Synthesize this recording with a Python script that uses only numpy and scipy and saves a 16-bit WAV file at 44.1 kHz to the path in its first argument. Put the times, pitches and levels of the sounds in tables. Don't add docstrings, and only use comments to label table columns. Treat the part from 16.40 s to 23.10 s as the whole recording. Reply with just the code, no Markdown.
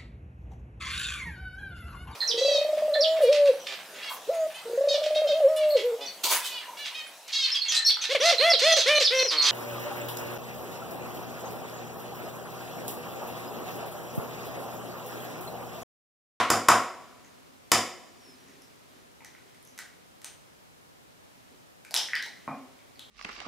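import sys
import numpy as np
from scipy import signal
from scipy.fft import rfft, irfft
from scipy.io import wavfile
from scipy.ndimage import uniform_filter1d

SR = 44100
rng = np.random.default_rng(int(sys.argv[2]) if len(sys.argv) > 2 else 0)


def rack_gain(trim_db):
    fader = np.asarray(trim_db, float)
    return 10 ** (fader / 20)


def to_wav(sig):
    pcm = np.clip(np.atleast_2d(sig), -1, 1) * 32767
    pcm = np.round(pcm).astype(np.int16)
    wavfile.write(sys.argv[1], SR, pcm.T)


N = 295470
LEAD = 4410


def at_hz(points, hz):
    table_hz, values = np.transpose(points)
    return np.interp(np.log(hz), np.log(table_hz), values)


def rms_one(x):
    return x / np.sqrt(np.mean(x ** 2) + 1e-20)


def slow_noise(size):
    return rms_one(uniform_filter1d(rng.standard_normal(N), size=size))


def resonate(x, hz, width):
    r = np.exp(-np.pi * width / SR)
    top = [(1 - r * r) / 2, 0, (r * r - 1) / 2]
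    bottom = [1, -2 * r * np.cos(2 * np.pi * hz / SR), r * r]
    return signal.lfilter(top, bottom, x)


def burst(ms, size):
    shape = np.exp(-(np.arange(2048) / SR * 1000 / ms) ** 2)
    x = rng.standard_normal(2048) * shape
    for _ in range(6):
        spectrum = rfft(x)
        x = irfft(spectrum / np.abs(spectrum)) * (shape > .05)
    return np.pad(x, (0, max(size - 2048, 0)))[:size]


EDGES = 28 * 2 ** np.arange(0, 9.4, .4)


def stereo_bands(size, likeness):
    white = rng.standard_normal((2, 2, size))
    for k, (low, high) in enumerate(zip(EDGES, EDGES[1:])):
        band = signal.butter(2, [low, high], "band", fs=SR, output="sos")
        mid, side = signal.sosfilt(band, white[k % 2])
        hz = np.sqrt(low * high)
        alike = np.clip(at_hz(likeness, hz), -.99, .99)
        yield hz, np.sqrt(1 + alike) * mid + np.sqrt(1 - alike) * side * [[1], [-1]]


# f/Hz, level/dB relative to the other rows
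HISS_COLOUR = [(15, -47), (25, -20), (97, -4), (180, -3), (223, -6), (270, -3.5), (416, -8.5), (489, -5.5),
               (545, -7), (1190, -11.5), (1740, -15), (14800, -27), (16000, -27)]
# f/Hz, likeness (1 same, 0 unrelated, -1 opposite)
HISS_LIKENESS = [(60, -0.52), (180, -0.62), (550, -0.54), (1650, -0.52), (4970, -0.12), (15000, -0.057)]


def hiss(level_db=-55):
    bands = stereo_bands(N, HISS_LIKENESS)
    noise = sum(rack_gain(at_hz(HISS_COLOUR, hz)) * pair for hz, pair in bands)
    return rack_gain(level_db) * rms_one(noise)


# f/Hz, t/s
ROOM_T60 = [(60, 0.1), (200, 0.39), (560, 0.57), (1100, 0.34), (2500, 0.47), (5000, 0.38), (10000, 0.32),
            (15000, 0.31)]
# f/Hz, level/dB relative to the other rows
ROOM_COLOUR = [(60, 7), (300, 2), (1000, 5), (3000, 1), (8000, 1.5), (15000, -5)]
# f/Hz, likeness (1 same, 0 unrelated)
ROOM_LIKENESS = [(60, 1), (180, 0.99), (550, 0.97), (1650, 0.97), (4970, 0.74), (15000, 0.08)]


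def room(x, level_db=0.5, gap_s=0.0022, build_s=0.0073, far_db=-28.5, far_slower=3.72):
    t = np.arange(SR) / SR
    tail = np.zeros((2, SR))
    for hz, pair in stereo_bands(SR, ROOM_LIKENESS):
        near_db = -60 * t / at_hz(ROOM_T60, hz)
        fade = rack_gain(near_db) + rack_gain(far_db + near_db / far_slower)
        tail += rack_gain(at_hz(ROOM_COLOUR, hz)) * fade * pair
    tail *= np.clip((t - gap_s) / build_s, 0, 1)
    tail = tail / np.sqrt(np.sum(tail ** 2) / 2)
    return rack_gain(level_db) * signal.fftconvolve(x[None], tail, axes=1)[:, :len(x)]


# t/s, level/dB
RUMBLE = [(.9, -65), (1.6, -75.5), (1.85, -62.5), (2.15, -60.5), (2.4, -67.5), (2.57, -62), (2.75, -73),
          (2.95, -64), (3.4, -70), (4.5, -77), (5.1, -67.5), (5.4, -78.5), (6.0, -61), (6.7, -71.5)]
# f/Hz, width/Hz of each of two equal stages, level/dB relative to each other
FLOOR_MODES = [(254.2, 54, 3.5), (382.6, 71, -0.5)]


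def rumble(cloth_db=-67, cloth_follows=0.61):
    times, levels = np.transpose(RUMBLE)
    floor_db = np.interp(np.arange(N) / SR, times, levels)
    rustle_db = cloth_db + cloth_follows * (floor_db - floor_db.mean())
    lumps = rack_gain(3 * slow_noise(1500))
    rub = lumps * rng.standard_normal(N)
    low = np.zeros(N)
    for hz, width, db in FLOOR_MODES:
        low += rack_gain(db) * resonate(resonate(rub, hz, width), hz, width)
    cloth = resonate(rng.standard_normal(N), 1400, 3019)
    return rack_gain(floor_db) * rms_one(low) + rack_gain(rustle_db) * rms_one(cloth)


# start t/s, length t/s, starting f/Hz before wobble, peak level/dB before flutter
SQUEAKS = [(1.673, .06, 5594, -74), (1.77, .06, 5800, -65), (1.799, 0.19, 5650, -58),
           (1.97, .09, 5860, -61.5), (2.055, .1, 5740, -65), (2.205, .08, 5600, -69)]


def squeak(sag_hz_per_s=3400, upper_ratio=1.88, upper_db=-11, flutter=0.38):
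    t, out = np.arange(N) / SR, np.zeros(N)
    unsteady = 1 + flutter * slow_noise(400)
    wobble = 1 + .009 * slow_noise(900)
    for s, length, start_hz, db in SQUEAKS:
        swell = np.sin(np.pi * np.clip((t - s) / length, 0, 1))
        hz = (start_hz - sag_hz_per_s * np.clip(t - s, 0, length)) * wobble
        phase = 2 * np.pi * np.cumsum(hz) / SR
        tones = np.sin(phase) + rack_gain(upper_db) * np.sin(upper_ratio * phase)
        out += rack_gain(db) * swell * tones
    return unsteady * out


# f/Hz, width/Hz, level/dB
DISH = [(145, 58, -45), (265, 15, -36), (517, 75, -47.5), (726, 210, -39), (1127, 110, -37.5),
        (1030, 20, -48), (1240, 91, -47.5), (2210, 380, -48.5), (2430, 10, -52)]


def yolk(start_s=6.0772, splat_ms=0.16, soft_hz=2700):
    out, t = np.zeros(N + LEAD), np.arange(16384) / SR
    soften = signal.butter(6, soft_hz, fs=SR, output="sos")
    splat = signal.sosfilt(soften, np.exp(-t * 1000 / splat_ms))
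    at = LEAD + round(start_s * SR)
    for k, (hz, width, db) in enumerate(DISH):
        ring = resonate(splat, hz, width)
        ring = ring / np.sqrt(np.sum(ring ** 2) / 441)
        out[at:at + len(t)] += (-1) ** k * rack_gain(db) * ring
    return out


# t/s, ring level/dB, larger ring f/Hz, lesser ring f/Hz, broad snap level/dB
CRACKS = [(0.8469, -55.5, 6400, 1970, -70), (2.0843, -57, 1900, 6160, -66), (2.2193, -53, 5430, 10900, -62),
          (2.8055, -49.5, 2190, 903, -67.5), (2.847, -49, 1960, 5900, -44),
          (2.9493, -51, 2090, 1420, -62.5), (3.146, -60.5, 2080, 9000, -59),
          (3.2265, -55, 11000, 9500, -63), (3.2506, -53.5, 11000, 6000, -68),
          (3.274, -52.5, 6100, 11000, -73), (3.3776, -53, 11100, 5800, -42),
          (3.381, -46.5, 2120, 6200, -72), (3.389, -41.5, 1900, 1560, -35.5),
          (3.8172, -59, 10900, 2030, -48.5), (3.8449, -40.5, 8500, 6300, -35),
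          (5.4492, -47, 2250, 1640, -47), (5.509, -43.5, 710, 4700, -41), (5.5155, -45, 4730, 11000, -68),
          (5.5414, -34, 4040, 5500, -20.5), (5.548, -25.5, 3760, 10500, -76),
          (5.5637, -19, 5260, 3320, -38), (5.557, -46.5, 880, 920, -60), (5.574, -45, 910, 5230, -26),
          (5.686, -39.5, 1800, 1900, -62), (5.733, -25, 1920, 1850, -55),
          (5.7531, -30.5, 4760, 1750, -36.5), (5.7605, -28.5, 1780, 3140, -58),
          (5.8255, -36.5, 4000, 5500, -39), (5.862, -47.5, 4200, 870, -44.5),
          (6.39, -55.5, 2200, 3260, -63), (6.5571, -55.5, 4440, 2200, -70),
          (6.594, -42.5, 3360, 3800, -43.5)]
# width/Hz at 4 kHz, power of pitch
RING_WIDTH = [940, 0.73]


def cracks(snap_ms=1.3, thin_hz=1200, dull_hz=11000, lesser_ring_db=-3):
    out, size = np.zeros(N + LEAD), 512
    broad = signal.butter(1, [thin_hz, dull_hz], "band", fs=SR)
    width_4khz, power = RING_WIDTH
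    for s, ring_db, first_hz, second_hz, snap_db in CRACKS:
        snap = burst(snap_ms, size=size)
        parts = [(snap_db, signal.lfilter(*broad, snap))]
        for hz, db in ((first_hz, ring_db), (second_hz, ring_db + lesser_ring_db)):
            width = width_4khz * (hz / 4000) ** power
            parts.append((db, resonate(resonate(snap, hz, width), hz, width)))
        at = LEAD + round(s * SR)
        for db, part in parts:
            part = part / np.sqrt(np.sum(part ** 2) / 90)
            out[at:at + size] += rack_gain(db) * part
    return out


# t/s, then level/dB at each of the frequencies in COLOUR_HZ
KNOCKS = [(-.06, -34, -21, -33.5, -61.5), (0.1017, -31.5, -30.5, -48.5, -35),
          (0.2851, -31.5, -20, -46.5, -33.5), (1.3170, -33, -31.5, -34, -32)]
COLOUR_HZ = [600, 1150, 2000, 6000]
# f/Hz, width/Hz, level/dB added to the blow's own
BODY = [(106.9, 9.6, -7.5), (193.1, 33, -11.5), (275, 34, -4), (353.2, 50, 1), (507.5, 180, 0),
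        (733.6, 120.5, 3), (1018, 160, -0.5), (1107, 106.2, 1.5), (1900, 790, -4), (4200, 7600, -8),
        (9000, 7600, -3.5), (998, 9, -4.5), (1104, 3.5, -6.5), (1124, 9.3, -7), (1308, 10, -6),
        (1687, 17, -8), (8100, 30, -12.5), (4950, 5, -15.5), (7360, 7, -18.5), (3580, 17, -7),
        (239.8, 5.4, -4.5), (1256, 113, 0.5), (1767, 66, -1.5), (2020, 500, 4), (2452, 920, -3),
        (3000, 90, 0), (3409, 420, -1.5), (4970, 500, 8.5), (5500, 650, -1.5), (6620, 840, 2.5),
        (7020, 190, 0.5), (9200, 370, -13), (9920, 920, -4.5), (12900, 410, -12.5), (14200, 1500, -14)]


def knocks(contact_ms=4.5):
    out = np.zeros(N + LEAD)
    for s, *colour_db in KNOCKS:
        crunch = burst(contact_ms, size=SR)
        colour = np.c_[COLOUR_HZ, colour_db]
        at = LEAD + round(s * SR)
        for hz, width, db in BODY:
            ring = resonate(crunch, hz, width)
            ring = ring / np.sqrt(np.sum(ring ** 2) / 441)
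            out[at:at + SR] += rack_gain(db + at_hz(colour, hz)) * ring
    return out


def scene(snap_direct_db=-0.5, echo_s=.002, echo_db=-7.5):
    blows, snaps = knocks() + yolk(), cracks()
    direct = blows + rack_gain(snap_direct_db) * snaps
    direct = direct + rack_gain(echo_db) * np.roll(direct, round(echo_s * SR))
    left_right = rack_gain(np.array([[.2], [-.2]]))
    table = (direct * left_right + room(blows + snaps))[:, LEAD:]
    return table + squeak() + rumble() + hiss()


def roll_off(x):
    return signal.sosfilt(signal.butter(12, 16680, fs=SR, output="sos"), x)


def record(dry):
    low_hz, high_hz = 35, 15500
    dry = signal.sosfilt(signal.butter(2, [low_hz, high_hz], "band", fs=SR, output="sos"), dry)
    dry = signal.sosfilt(signal.cheby2(16, 45, 16000, fs=SR, output="sos"), dry)
    mix = 0.95 * np.tanh(dry / 0.98)
    return roll_off(mix)


dry = scene()
out = record(dry)
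to_wav(out)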